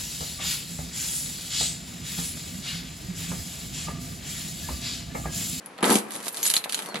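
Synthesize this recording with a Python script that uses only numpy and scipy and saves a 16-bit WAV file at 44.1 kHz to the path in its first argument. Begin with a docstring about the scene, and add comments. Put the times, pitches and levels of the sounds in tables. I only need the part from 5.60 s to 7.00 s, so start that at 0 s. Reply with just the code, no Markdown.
"""On a porch at night a key is worked in a door lock, close to the microphone.
The lock grinds and scrapes as grains of friction and knocks in the booming door, built from damped modes.
The bunch swings, jangles and clicks as noise cracks and damped sines, and the hand takes hold of the key
again; a thin squeak is a wavering sine. Near walls answer briefly over a faint outdoor rush of noise."""
import sys
import numpy as np
from scipy import signal
from scipy.fft import rfft, irfft
from scipy.io import wavfile
from scipy.ndimage import uniform_filter1d

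SR = 44100
rng = np.random.default_rng(int(sys.argv[2]) if len(sys.argv) > 2 else 0)


def dump(signal):
    """Clip the signal to [-1, 1] and save it as 16-bit WAV at the path in sys.argv[1]."""
    limited = np.clip(np.atleast_2d(signal).T, -1, 1)
    pcm = np.round(limited * 32767).astype(np.int16)
    wavfile.write(sys.argv[1], SR, pcm)


N = 61740
TIME = np.arange(N) / SR
HALF_SECOND = TIME[:SR // 2]
SIZE = 2 * 65536  # transform length, samples
HZ = np.fft.rfftfreq(SIZE, 1 / SR)

# Rubbing of key and lock. Each row: time in seconds, low grinding in relative dB, bright scraping in dB.
RUBBING = [(0, -49.5, -62), (.17, -47, -65), (.222, -38.5, -71), (.23, -21, -36), (.28, -26, -31),
           (.32, -27, -25), (.385, -32, -31), (.415, -50, -47), (.47, -43, -56), (.545, -37, -37.5),
           (.6, -41, -47.5), (.668, -41.5, -34), (.71, -49.5, -51.5), (.775, -39.5, -36.5),
           (.825, -44, -38), (.865, -44, -24.5), (.93, -38.5, -40.5), (.975, -44, -34.5), (1.0, -45, -48),
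           (1.08, -49.5, -56), (1.1, -54, -38.5), (1.2, -39.5, -41.5), (1.27, -41.5, -46),
           (1.335, -38.5, -56), (1.36, -36, -48), (1.4, -38, -45)]


def amp(db):
    """Decibels to gain."""
    return 10 ** (np.asarray(db) / 20)


def unit(x):
    """Scale to rms 1."""
    return x / np.sqrt(np.mean(x ** 2) + 1e-20)


def along(points, hz):
    """Read (Hz, value) points on a log frequency axis."""
    point_hz, values = np.transpose(points)
    return np.interp(np.log(hz + 1), np.log(point_hz + 1), values)


def curves(rows):
    """Draw each column after the time as straight lines, one value per sample."""
    seconds, *columns = np.transpose(rows)
    return [np.interp(TIME, seconds, column) for column in columns]


def fade(t, t60):
    """Exponential decay, down 60 dB after t60 seconds."""
    return np.exp(-np.log(1000) * t / t60)


def filtered(x, response):
    """Filter x by a response on the frequency grid."""
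    return irfft(rfft(x, SIZE) * response, SIZE)[..., :x.shape[-1]]


def spread(pair):
    """Turn two unrelated signals into left and right, alike in the bass and wider in the treble."""
    # Likeness of the two channels. Each row: frequency in Hz, correlation from 0 to 1.
    likeness = [(30, .5), (130, .99), (350, .97), (700, .82), (1500, .55), (5000, .5), (13000, .45)]
    turn = np.arccos(np.clip(along(likeness, HZ), 0, 1)) / 2
    mid, side = filtered(pair, np.array([np.cos(turn), np.sin(turn)]))
    return np.array([mid + side, mid - side])


def noise(colour):
    """Coloured stereo noise of rms 1."""
    white = spread(rng.standard_normal((2, N)))
    return unit(filtered(white, amp(along(colour, HZ))))


def pan(x, db):
    """Raise the left and lower the right by db."""
    return x * amp([[db], [-db]])


def add(out, s, sound):
    """Mix a sound in at s seconds."""
    part = out[:, max(round(s * SR), 0):][:, :sound.shape[-1]]
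    part += sound[..., :part.shape[1]]


def bursts(hits, colour, t60):
    """Each (seconds, dB) contact gives a crack: coloured noise that rises fast and dies in t60 seconds."""
    out = np.zeros((2, N))
    stock = noise(colour)
    t = TIME[:SR // 20]
    shape = fade(t, t60) * (1 - fade(t, t60 / 10))
    starts = rng.integers(0, N - len(shape), len(hits))
    for (s, db), start in zip(hits, starts):
        crack = stock[:, start:start + len(shape)] * shape
        even_energy = np.linalg.norm(shape) * 2 / np.linalg.norm(crack)
        add(out, s, amp(db) * crack * even_energy)
    return out


def pulse(colour):
    """One causal push of the given colour, peak 1, made minimum-phase by folding its cepstrum."""
    cepstrum = irfft(np.log(amp(along(colour, HZ))))
    cepstrum[1:SIZE // 2] *= 2
    cepstrum[SIZE // 2 + 1:] = 0
    push = irfft(np.exp(rfft(cepstrum)))[:SR // 2]
    return push / np.abs(push).max()


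def friction(colour, level_db):
    """Tiny slips of random size and timing, coloured, under the level of the stroke."""
    slips_per_s, size_spread_db = 2200, 2
    sizes = amp(size_spread_db * np.clip(rng.standard_normal(N), -2, 2))
    slips = (rng.random(N) < slips_per_s / SR) * sizes
    grains = spread(slips * rng.standard_normal((2, N)))
    return amp(level_db) * unit(filtered(grains, amp(along(colour, HZ))))


def night_air():
    """The faint outdoor rush: steady coloured noise."""
    # Spectrum of the night air. Each row: frequency in Hz, relative level in dB.
    night_colour = [(25, -35), (80, -15), (150, -9.5), (210, 2), (300, -3), (400, -3.5), (460, 3),
                    (620, -6), (1050, -5.5), (2000, -11), (5000, -21), (9000, -28.5), (10200, -28),
                    (13000, -57)]
    level_db = -49.5
    return amp(level_db) * noise(night_colour)


def porch(x):
    """A few near reflections and a short diffuse tail; little bass comes back in the open."""
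    # Decay of the tail. Each row: frequency in Hz, t60 in seconds.
    decay = [(200, 0.57), (1500, 0.52), (5000, 0.09), (12000, 0.23)]
    # Near walls. Each row: nominal delay in seconds, reflection in dB before the bass is thinned.
    near_walls = [(.0032, -10.5), (.0062, -10), (.0098, -11.5)]
    tail_db, rise_s, low_hz = -8.5, 0.0013, 407
    hz, t, z = signal.stft(rng.standard_normal((2, SR // 2)), SR, nperseg=256)
    tail = signal.istft(z * fade(t, along(decay, hz)[:, None]), SR, nperseg=256)[1]
    tail = tail * (1 - np.exp(-TIME[:tail.shape[1]] / rise_s))
    response = amp(tail_db) * rfft(tail / np.linalg.norm(tail[0]), SIZE)
    for s, db in near_walls:
        delay = s * rng.uniform(.9, 1.1, (2, 1))  # differs a little between the channels
        response = response + amp(db) * np.exp(-2j * np.pi * HZ * delay)
    bass_loss = HZ ** 2 / (HZ ** 2 + low_hz ** 2)
    return filtered(x, response * bass_loss)


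def squeak():
    """The key squeaks as it turns: a thin, unsteady, mostly falling note of metal on metal."""
    # Path of the squeak. Each row: time in seconds, pitch in Hz, sine peak in dB.
    squeak_path = [(1.255, 4450, -70), (1.272, 4390, -47), (1.295, 4410, -49), (1.308, 4310, -42),
                   (1.335, 4165, -53), (1.37, 4060, -52), (1.39, 4150, -80)]
    waver_hz = 61.4  # rms
    hz, db = curves(squeak_path)
    waver = unit(uniform_filter1d(rng.standard_normal(N), size=60))
    phase = 2 * np.pi * np.cumsum(hz + waver_hz * waver) / SR
    return amp(db) * np.sin(phase)


def door_panel():
    """The door panel's answer to a blow: a sum of damped sines."""
    # Panel modes. Each row: frequency in Hz, relative level in dB, t60 in seconds.
    panel_modes = [(192.9, 2.5, 0.23), (214.3, 2.5, .38), (234, -11.5, 0.3), (295, 1, 0.17),
                   (357.2, -6, 0.24), (386.8, 1.5, 0.22), (474, 0, .28), (547, -8, 0.22), (721, -16, 0.45),
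                   (764, -8, 0.23), (820, -25, 0.2), (895, -4, 0.15), (1130, -0.5, 0.065),
                   (1476, -19, 0.36)]
    t = HALF_SECOND
    return sum(amp(db) * fade(t, t60) * np.sin(2 * np.pi * hz * t) for hz, db, t60 in panel_modes)


def grinding(panel):
    """Low friction in the lock, which also drives the modes of the door panel."""
    # Spectrum of the grinding. Each row: frequency in Hz, relative level in dB.
    grind_colour = [(25, -43), (90, -35), (140, -3.5), (200, -3.5), (450, 0), (1100, 0), (2300, -7.5),
                    (4500, -20.5), (12000, -37)]
    panel_db = -5.5  # panel against direct grinding
    grind = friction(grind_colour, curves(RUBBING)[0])
    boom = unit(filtered(grind.mean(axis=0), rfft(panel, SIZE))) * np.std(grind)
    return grind + amp(panel_db) * boom


def knocks():
    """The lock knocks in the door: each blow is a hollow rap of noise and a dull thud of one push."""
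    # Knocks. Each row: start in seconds, relative rap level in dB, thud against rap in relative dB.
    knock_times = [(.187, -31.5, -13), (0.209, -36, 3), (0.2273, -19.5, 6), (0.2424, -18, -5.5),
                   (0.2466, -22.5, 2), (0.2538, -21.5, 4), (0.265, -20.5, -9), (0.2764, -21.5, 0),
                   (.295, -16, 7.5), (.3065, -16, 8.5), (0.319, -19.5, 5.5), (0.3275, -25, 6),
                   (.335, -25, -2), (0.356, -29, 22), (.555, -37, -1), (.668, -28, -4), (0.86, -33, -10),
                   (.9393, -32, -19), (0.9648, -31.5, -3), (1.058, -27.5, -23), (1.066, -37.5, -12),
                   (1.0755, -32.5, -14), (1.191, -31, -15), (1.287, -29.5, -11), (1.344, -28.5, 2),
                   (1.356, -33.5, -11), (1.367, -34, -2)]
    # Spectrum of the rap. Each row: frequency in Hz, relative level in dB.
    rap_colour = [(60, -47), (280, -14), (470, 3.5), (780, 5.5), (1200, -1.5), (2300, -5), (5000, -56),
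                  (12000, -60)]
    # Spectrum of the thud. Each row: frequency in Hz, relative level in dB.
    thud_colour = [(30, -48), (100, -19.5), (150, -8), (200, 1), (300, 1.5), (500, -7.5), (1000, -22.5),
                   (4000, -37.5)]
    rap_t60, thud_gain_db = 0.034, 1.5  # seconds, dB on every thud
    out = bursts([(s, db) for s, db, _ in knock_times], rap_colour, rap_t60)
    thud = amp(thud_gain_db) * pulse(thud_colour)
    for s, db, thud_db in knock_times:
        add(out, s, amp(db + thud_db) * thud)
    return out


def booms(panel):
    """Heavy knocks set the whole door booming: the panel modes with a soft rise."""
    # Booms of the door. Each row: start in seconds, relative level in dB.
    boom_times = [(0.2274, -29), (0.3064, -22.5), (.555, -44.5), (1.125, -53.5), (1.344, -40.5)]
    rise_s = 0.024  # seconds to 99.9 % of full strength
    out = np.zeros((2, N))
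    for s, db in boom_times:
        add(out, s, amp(db) * panel * (1 - fade(HALF_SECOND, rise_s)))
    return out


def scraping():
    """Bright friction of the key against the metal of the lock."""
    # Spectrum of the scraping. Each row: frequency in Hz, relative level in dB.
    scrape_colour = [(300, -31), (1500, -10.5), (2500, -4.5), (4200, 1), (5500, -2), (7500, 1), (9000, 0),
                     (10100, 4.5), (11700, 0), (13000, -8)]
    return friction(scrape_colour, curves(RUBBING)[1])


def lock():
    """The key scrapes; grinding and knocks pass into the door, and heavy knocks set it booming."""
    low_hz, struck_db, pan_db = 133, -3.5, 1  # high-pass, gain of grinding and knocks, left up
    panel = door_panel()
    struck = grinding(panel) + knocks()
    bass_cut = signal.butter(3, low_hz, "highpass", fs=SR, output="sos")
    door = amp(struck_db) * signal.sosfilt(bass_cut, struck) + booms(panel)
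    return pan(door, pan_db) + scraping()


def ring(modes):
    """Damped sines, with new strengths and phases for each blow and each channel."""
    scatter_db = 0.5
    t = HALF_SECOND
    out = np.zeros((2, len(t)))
    for hz, db, t60 in modes:
        strength = amp(db + scatter_db * rng.standard_normal((2, 1)))
        phase = rng.uniform(-np.pi / 2, np.pi / 2, (2, 1))
        out += strength * fade(t, t60) * np.sin(2 * np.pi * hz * t + phase)
    return out


def ringing_pieces():
    """Blows leave one piece ringing freely until a neighbour touches it and damps it fast."""
    # Modes under the name of each piece. Each row: frequency in Hz, relative level in dB, t60 in seconds.
    pieces = {"long key": [(2123, -13, 0.28), (6160, 1.5, 0.069), (6930, 2, 0.12), (9986, -14, .1),
              (11350, 3, 0.34)], "short key": [(6880, 5.5, 0.053), (7820, -3, 0.168), (9240, -7, 0.2),
              (11670, -8, 0.24)], "small key": [(10050, -3, 0.134), (11680, -2.5, 0.27)],
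              "flat key": [(10030, -2.5, 0.11), (10170, -5, 0.053), (10780, 1.5, 0.021)],
              "key in lock": [(3200, -24, 0.034), (3980, -11, .02), (4110, 1.5, 0.028), (4190, 1.5, 0.029),
              (4370, -6, 0.018), (7000, -20, .06)]}
    # Blows. Each row: start in seconds, relative level in dB, free ringing in seconds, name of the piece.
    blows = [(0.0603, -31.5, 0.0022, "flat key"), (0.2279, -24.5, 0.034, "flat key"),
             (0.322, -19, .05, "flat key"), (0.357, -32, 0.045, "short key"),
             (.507, -39, 0.0069, "small key"), (0.5533, -28.5, 0.011, "flat key"),
             (0.668, -39, 0.023, "small key"), (0.683, -36, 0.018, "small key"),
             (.726, -34.5, 0.013, "small key"), (.771, -42, 0.011, "flat key"),
             (.803, -43, .008, "small key"), (0.8303, -27, 0.034, "long key"),
             (0.8642, -25, .016, "short key"), (0.9, -32.5, 0.013, "short key"),
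             (0.939, -39, .01, "short key"), (0.9563, -26, 0.0089, "short key"),
             (0.966, -16, 0.0065, "key in lock"), (1.0405, -36, .008, "key in lock"),
             (1.1461, -28.5, 0.0054, "short key"), (1.1444, -26, .008, "key in lock")]
    stopped_t60 = 0.013  # seconds
    out = np.zeros((2, N))
    for s, db, free_s, piece in blows:
        stopping = fade(np.maximum(HALF_SECOND - free_s, 0), stopped_t60)
        add(out, s, amp(db) * ring(pieces[piece]) * stopping)
    return out


def contacts():
    """Metal touches metal: a middling clack and a bright tick of damped noise at each contact."""
    # Contacts of keys and lock. Each row: start in seconds, relative clack in dB, relative tick in dB.
    clicks = [(.0605, -45.5, -39), (0.1797, -39.5, -43.5), (0.1863, -36, -62), (0.2071, -41, -43),
              (0.2287, -24, -28.5), (0.2423, -14, -30), (0.255, -39, -20.5), (.2595, -39, -26),
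              (.276, -31, -27), (0.3024, -26, -14.5), (0.3082, -21, -30.5), (0.325, -27, -23),
              (.329, -37, -20.5), (.355, -19, -15), (.372, -37, -27), (0.3853, -44, -23),
              (.507, -32.5, -32.5), (0.52, -39, -30), (0.5532, -32.5, -31), (.562, -37, -37),
              (.641, -42, -36), (.603, -39, -34.5), (0.6678, -33, -38), (0.6813, -29, -19.5),
              (0.7445, -34, -29), (0.771, -31, -25.5), (0.7896, -34, -47), (0.8296, -27.5, -18.5),
              (0.8539, -25.5, -17), (0.8648, -26, -23), (0.8674, -32, -22), (.875, -31, -19),
              (0.8778, -42, -17.5), (0.8839, -31, -23), (0.897, -40, -21), (.901, -23.5, -13),
              (0.912, -28, -21.5), (0.9145, -31, -21), (0.9381, -27, -13.5), (0.9392, -15.5, -20),
              (0.9548, -25, -20), (.9655, -23, -18.5), (0.969, -23, -21), (0.977, -43, -21),
              (1.0407, -23.5, -32), (1.0445, -28.5, -27.5), (1.0933, -38, -31.5), (1.0958, -25, -28),
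              (1.1237, -25, -22.5), (1.1305, -26.5, -29), (1.1451, -21, -18.5), (1.178, -30.5, -34),
              (1.1908, -23.5, -26), (1.201, -31, -41), (1.222, -33.5, -30.5), (1.2598, -37.5, -31),
              (1.288, -44, -36), (1.3438, -26.5, -35), (1.348, -41, -46), (1.3566, -23, -49),
              (1.362, -29.5, -47), (1.37, -32, -46)]
    # Spectrum of the clack. Each row: frequency in Hz, relative level in dB.
    clack_colour = [(200, -42), (700, -9.5), (1600, -1), (2400, 2), (3300, 4), (4300, 2.5), (5500, -14),
                    (8000, -9), (14000, -42)]
    # Spectrum of the tick. Each row: frequency in Hz, relative level in dB.
    tick_colour = [(1500, -43), (4000, -2.5), (5500, -3.5), (7200, -1.5), (8600, -3), (10000, 5.5),
                   (11700, 1.5), (13000, -8.5)]
    clack_t60, tick_t60 = 0.011, 0.014  # seconds
    clack_pan_db, tick_pan_db = -1.1, -0.95  # right up
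    clacks = bursts([(s, db) for s, db, _ in clicks], clack_colour, clack_t60)
    ticks = bursts([(s, db) for s, _, db in clicks], tick_colour, tick_t60)
    return pan(clacks, clack_pan_db) + pan(ticks, tick_pan_db)


def keys():
    """The bunch clicks at each contact, and some blows leave a piece ringing."""
    return ringing_pieces() + contacts()


def scene():
    """Keys and lock close by, reaching the right channel first, with the porch's answer over night air."""
    right_lead_s = 2.4e-5
    near = squeak() + lock() + keys()
    shift = np.exp(1j * np.pi * HZ * right_lead_s * np.array([[-1], [1]]))
    near = filtered(near, shift)
    return night_air() + porch(near) + near


def record(dry):
    """The recorder's band ends very steeply at its upper limit."""
    top_hz = 12850
    return filtered(dry, 1 / np.sqrt(1 + (HZ / top_hz) ** 100))


dry = scene()
out = record(dry)
dump(out)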